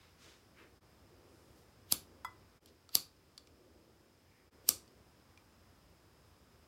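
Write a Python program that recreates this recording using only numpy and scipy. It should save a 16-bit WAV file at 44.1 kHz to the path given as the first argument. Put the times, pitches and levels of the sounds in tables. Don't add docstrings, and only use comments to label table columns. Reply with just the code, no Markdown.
import sys
import numpy as np
from scipy import signal
from scipy.fft import rfft, irfft
from scipy.io import wavfile

SR = 44100
rng = np.random.default_rng(int(sys.argv[2]) if len(sys.argv) > 2 else 0)


def unload_wav(signal):
    wavfile.write(
        sys.argv[1],
        SR,
        np.round(np.clip(np.atleast_2d(signal).T, -1, 1) * 32767).astype(np.int16),
    )


N = 294147
TIME = np.arange(N) / SR

# (start [s], rumble level [dB], hiss level [dB])
BED_LEVELS = [(0, -66.5, -73), (.803, -65, -73), (2.6, -68.5, -74.5), (4.505, -65.5, -73)]
# (frequency [Hz], relative level [dB])
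RUMBLE_SPECTRUM = [(20, -51), (35, -21.5), (55, -2), (85, 0.5), (115, -5.5), (190, -9), (350, -12),
                   (650, -17), (1200, -18), (2000, -26), (4000, -37), (9000, -57)]
# (frequency [Hz], relative level [dB])
HISS_SPECTRUM = [(200, 1), (1500, 3), (2500, 2.5), (4400, 0), (6000, -1.5), (8000, -3), (11000, -5.5),
                 (16000, -6)]
# (peak time [s], length [s], level [dB], low cut [Hz], high cut [Hz])
CLOTH_SWISHES = [(0.012, 0.11, -68.5, 1060, 4500), (0.246, .125, -61.5, 1040, 5700),
                 (0.595, 0.077, -61.5, 1080, 2560), (1.363, .3, -76.5, 1500, 11000),
                 (1.58, 0.053, -75, 3000, 14000), (2.68, 0.028, -69, 2600, 6000),
                 (4.332, 0.19, -77, 1696, 2366)]
# (peak time [s], length [s], level [dB])
HAND_RUBS = [(0.281, 0.057, -63.5), (0.648, .15, -67.5), (1.35, 0.58, -67), (2.17, 0.36, -67),
             (2.696, 0.095, -68), (3.729, 0.51, -66.5), (4.779, 0.44, -68.5)]
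# (frequency [Hz], bandwidth [Hz], gain [dB])
JAR_HOLLOW = [(240, 52, -3), (336.8, 58, 3.5), (506, 160, -2.5)]
# (time [s], snap [dB], rasp [dB], thud [dB], gas puff [dB],
# low grip resonance [Hz], its boost [dB], high grip resonance [Hz], its boost [dB])
WHEEL_FLICKS = [(1.9228, 0.5, -8.5, 1, -51, 3293, 3.5, 10800, 6),
                (2.9522, 2, -11, -2.5, -62, 4450, 7, 9940, 3.5),
                (4.6893, 2.5, -13.5, -5, -46.5, 5620, 5, 8400, 9.5)]
# (frequency [Hz], bandwidth [Hz], gain [dB])
LIGHTER_MODES = [(1208, 180, -9), (2360, 230, -11), (2890, 380, -10.5), (3580, 500, -7), (4620, 410, -0.5),
                 (5800, 660, -4), (7340, 1000, -5), (8758, 480, -3), (9300, 800, -4.5), (10900, 1200, -1.5),
                 (13000, 1800, -3), (14600, 1300, -6.5)]
# (delay [s], level [dB])
EARLY_ECHOES = [(.0037, -24), (.0083, -23.5), (0.016, -24)]
# (frequency [Hz], relative level [dB])
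TAIL_SPECTRUM = [(60, 9), (150, 6.5), (330, 9), (700, 4.5), (1500, 5), (3000, 4), (4700, 2.5), (7000, 2),
                 (10000, -2), (15000, 1.5)]
# (frequency [Hz], T60 [s])
TAIL_DECAY = [(100, .35), (400, 0.25), (1500, 0.26), (5000, 0.24), (10000, 0.22), (16000, 0.18)]
# (time [s], level [dB])
JAR_KNOCKS = [(2.2470, -32.5)]
# (frequency [Hz], relative level [dB], T60 [s])
GLASS_MODES = [(981, -4.5, 0.062), (1013, -3, 0.06), (1130, -7, 0.06), (1300, -4, 0.044),
               (1337, -2.5, 0.029), (2003, -10.5, 0.17), (3370, -16, 0.074), (5020, -19, 0.11),
               (7047, -27, 0.064), (7900, -20, 0.031), (9600, -39, 0.071), (12500, -28, .08),
               (13890, -34, .07)]
# (time [s], level [dB], ring pitch [Hz], relative ring [dB], high cut [Hz])
LIGHTER_TICKS = [(2.659, -36, 3160, -26, 14500), (2.8908, -33, 1300, -22.5, 4300),
                 (3.378, -27.5, 4550, -16, 6000), (3.472, -39, 2750, -30, 3594),
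                 (4.878, -43.5, 4470, -22, 5000), (5.375, -41, 2400, -12, 3500)]


def from_db(db):
    return 10 ** (np.asarray(db) / 20)


def rms_one(x):
    return x / np.sqrt(np.mean(x ** 2) + 1e-20)


def energy_one(x):
    return x / np.sqrt(np.sum(x ** 2) + 1e-20)


def at_hz(points, hz):
    known_hz, values = np.transpose(points)
    return np.interp(np.log(np.maximum(hz, 1)), np.log(known_hz), values)


def noise(spectrum):
    gain = from_db(at_hz(spectrum, np.fft.rfftfreq(N, 1 / SR)))
    return rms_one(irfft(rfft(rng.standard_normal(N)) * gain, N))


def band(x, edges_hz, kind):
    return signal.sosfilt(signal.butter(2, edges_hz, kind, fs=SR, output="sos"), x)


def resonance(x, hz, width_hz):
    return signal.lfilter(*signal.iirpeak(hz, hz / width_hz, fs=SR), x)


def body(x, modes):
    return sum((-1) ** k * from_db(db) * resonance(x, hz, width_hz)
               for k, (hz, width_hz, db) in enumerate(modes))


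def ring(t, hz, t60):
    return np.sin(2 * np.pi * hz * t) * np.exp(-np.log(1000) * t / t60)


def whiten(x, evenness):
    spectrum = rfft(x)
    return irfft(spectrum / (abs(spectrum) + 1e-12) ** evenness, len(x))


def add(track, time_s, sound):
    start = round(time_s * SR)
    track[start:start + len(sound)] += sound[:N - start]


def stroke(peak_s, length_s, rise_share=.5):
    width_s = length_s * np.where(TIME < peak_s, rise_share, 1 - rise_share)
    return np.exp(-.5 * ((TIME - peak_s) / width_s) ** 2)


def background_bed(whine_hz=5080, whine_width_hz=650, whine_db=-7):
    starts, rumble_db, hiss_db = np.transpose(BED_LEVELS)
    stretch = np.searchsorted(starts[1:], TIME)
    whine = resonance(rng.standard_normal(N), whine_hz, whine_width_hz)
    whine = resonance(whine, whine_hz, whine_width_hz)
    hiss = noise(HISS_SPECTRUM) + from_db(whine_db) * rms_one(whine)
    return from_db(rumble_db)[stretch] * noise(RUMBLE_SPECTRUM) + from_db(hiss_db)[stretch] * hiss


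def cloth_swishes(grain_db=1.0, fibre_db=-17, fibre_hz=4000):
    out = np.zeros(N)
    fibres = from_db(fibre_db) * rms_one(band(rng.standard_normal(N), fibre_hz, "high"))
    for peak_s, length_s, level_db, low_hz, high_hz in CLOTH_SWISHES:
        cloth = rms_one(band(rng.standard_normal(N), [low_hz, high_hz], "band"))
        out += from_db(level_db) * stroke(peak_s, length_s, rise_share=.28) * (cloth + fibres)
    grain = rms_one(band(rng.standard_normal(N), 410, "low"))
    return out * from_db(grain_db * grain)


def hand_rubs(resting_db=-78):
    rubbing = band(body(rng.standard_normal(N), JAR_HOLLOW), [170, 800], "band")
    shift_power = sum((from_db(db) * stroke(peak_s, length_s)) ** 2 for peak_s, length_s, db in HAND_RUBS)
    return np.sqrt(from_db(resting_db) ** 2 + shift_power) * rms_one(rubbing)


def flint_rasp(t, rise_s=.0035, drag_db=-17, drag_s=0.012, drag_hz=3700, squeak_hz=11900, squeak_db=-2):
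    grit, grain = rng.standard_normal((2, len(t)))
    scrape = grit * np.sqrt(abs(grain)) * (t < 0)
    fast = scrape * np.exp(-abs(t) / rise_s)
    slow = scrape * np.exp(-abs(t) / drag_s) * from_db(drag_db)
    squeak = from_db(squeak_db) * resonance(fast + slow / 2, squeak_hz, width_hz=2200)
    return energy_one(body(fast, LIGHTER_MODES) + squeak + resonance(slow, drag_hz, width_hz=2800))


def wheel_snap(t, peak_s=0.00074, width_s=0.001268, rattle_db=-18, rattle_s=0.0032):
    tear = np.exp(-.5 * ((t - peak_s) / width_s) ** 2)
    rattle = from_db(rattle_db) * np.exp(-abs(t - peak_s) / rattle_s)
    return rng.choice([-1, 1], len(t)) * (tear + rattle) * (t >= 0)


def lighter_flicks(thud_hz=(60, 650), puff_hz=(45, 380), puff_s=0.025, snap_s=.012):
    direct, room_send = np.zeros((2, N))
    t = TIME[:SR // 5] - .1
    thud = band(signal.unit_impulse(len(t)), thud_hz, "band")
    for time_s, snap_db, rasp_db, thud_db, puff_db, low_hz, low_db, high_hz, high_db in WHEEL_FLICKS:
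        teeth = wheel_snap(t)
        rasp = from_db(rasp_db) * flint_rasp(t)
        puff = rms_one(band(rng.standard_normal(len(t)), puff_hz, "band")) * np.exp(-(t - t[0]) / puff_s)
        for track, evenness in ((direct, 0.13), (room_send, 1)):
            snap = whiten(teeth, evenness) * np.exp(-abs(t) / snap_s)
            metal = from_db(snap_db) * energy_one(body(snap, LIGHTER_MODES)) + rasp
            for hz, boost_db, width_hz in ((low_hz, low_db, 800), (high_hz, high_db, 1000)):
                metal = metal + (from_db(boost_db) - 1) * resonance(metal, hz, width_hz)
            add(track, time_s + t[0], metal)
            add(track, time_s, from_db(thud_db) * thud + from_db(puff_db) * puff)
    return direct, room_send


def bedroom_reverb(send, wet_db=-12, build_s=.005):
    t = TIME[:SR // 2]
    hz = np.fft.rfftfreq(len(t), 1 / SR)
    diffuse = rfft(rng.standard_normal(len(t))) * from_db(at_hz(TAIL_SPECTRUM, hz))
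    edges_hz = np.geomspace(30, SR / 2, 40)
    tail = 0
    for low, high in zip(edges_hz, edges_hz[1:]):
        t60 = at_hz(TAIL_DECAY, np.sqrt(low * high))
        band_noise = irfft(diffuse * ((hz >= low) & (hz < high)), len(t))
        tail = tail + band_noise * np.exp(-np.log(1000) * t / t60)
    attack = 1 - np.exp(-(t / build_s) ** 2)
    response = from_db(wet_db) * energy_one(tail * attack)
    for delay_s, echo_db in EARLY_ECHOES:
        add(response, delay_s, [from_db(echo_db)])
    return signal.fftconvolve(send, response)[:N]


def jar_knock(attack_s=0.00097, crack_db=-16, crack_s=0.0047, choke_at_s=0.092, choke_s=0.01):
    out, t = np.zeros(N), TIME[:SR // 2]
    envelope = (1 - np.exp(-t / attack_s)) * np.exp(-np.maximum(t - choke_at_s, 0) / choke_s)
    glass = envelope * sum(from_db(db) * ring(t, hz, t60) for hz, db, t60 in GLASS_MODES)
    for time_s, level_db in JAR_KNOCKS:
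        crack = from_db(crack_db) * rng.standard_normal(len(t)) * np.exp(-t / crack_s)
        add(out, time_s, from_db(level_db) * (glass + crack))
    return band(out, 500, "high")


def lighter_ticks(contact_s=0.0018, edge_db=-19, ring_t60_s=0.029):
    out, t = np.zeros(N), TIME[:SR // 6]
    for time_s, level_db, ring_hz, ring_db, high_cut_hz in LIGHTER_TICKS:
        contact = rng.standard_normal(len(t)) * np.exp(-t / contact_s)
        click = energy_one(band(body(contact, LIGHTER_MODES), high_cut_hz, "low"))
        edge = from_db(edge_db) * energy_one(band(contact, 10000, "high"))
        ping = from_db(ring_db) * ring(t, ring_hz, ring_t60_s)
        add(out, time_s, from_db(level_db) * (click + edge + ping))
    return out


def scene():
    flicks, flick_send = lighter_flicks()
    contacts = lighter_ticks() + jar_knock()
    room = bedroom_reverb(flick_send + contacts)
    return (flicks + contacts + room + cloth_swishes() + hand_rubs() + background_bed())[None]


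def record(dry, lag_hz=230, lag_width_hz=480, fade_s=0.028, high_cut_hz=16000):
    for _ in range(3):
        dry = dry - 2 * resonance(dry, lag_hz, lag_width_hz)
    for start_s, _, _ in BED_LEVELS[1:]:
        dry = dry * np.clip(abs(TIME - start_s) / fade_s, .04, 1)
    return signal.sosfilt(signal.ellip(10, .2, 70, high_cut_hz, fs=SR, output="sos"), dry)


dry = scene()
out = record(dry)
unload_wav(out)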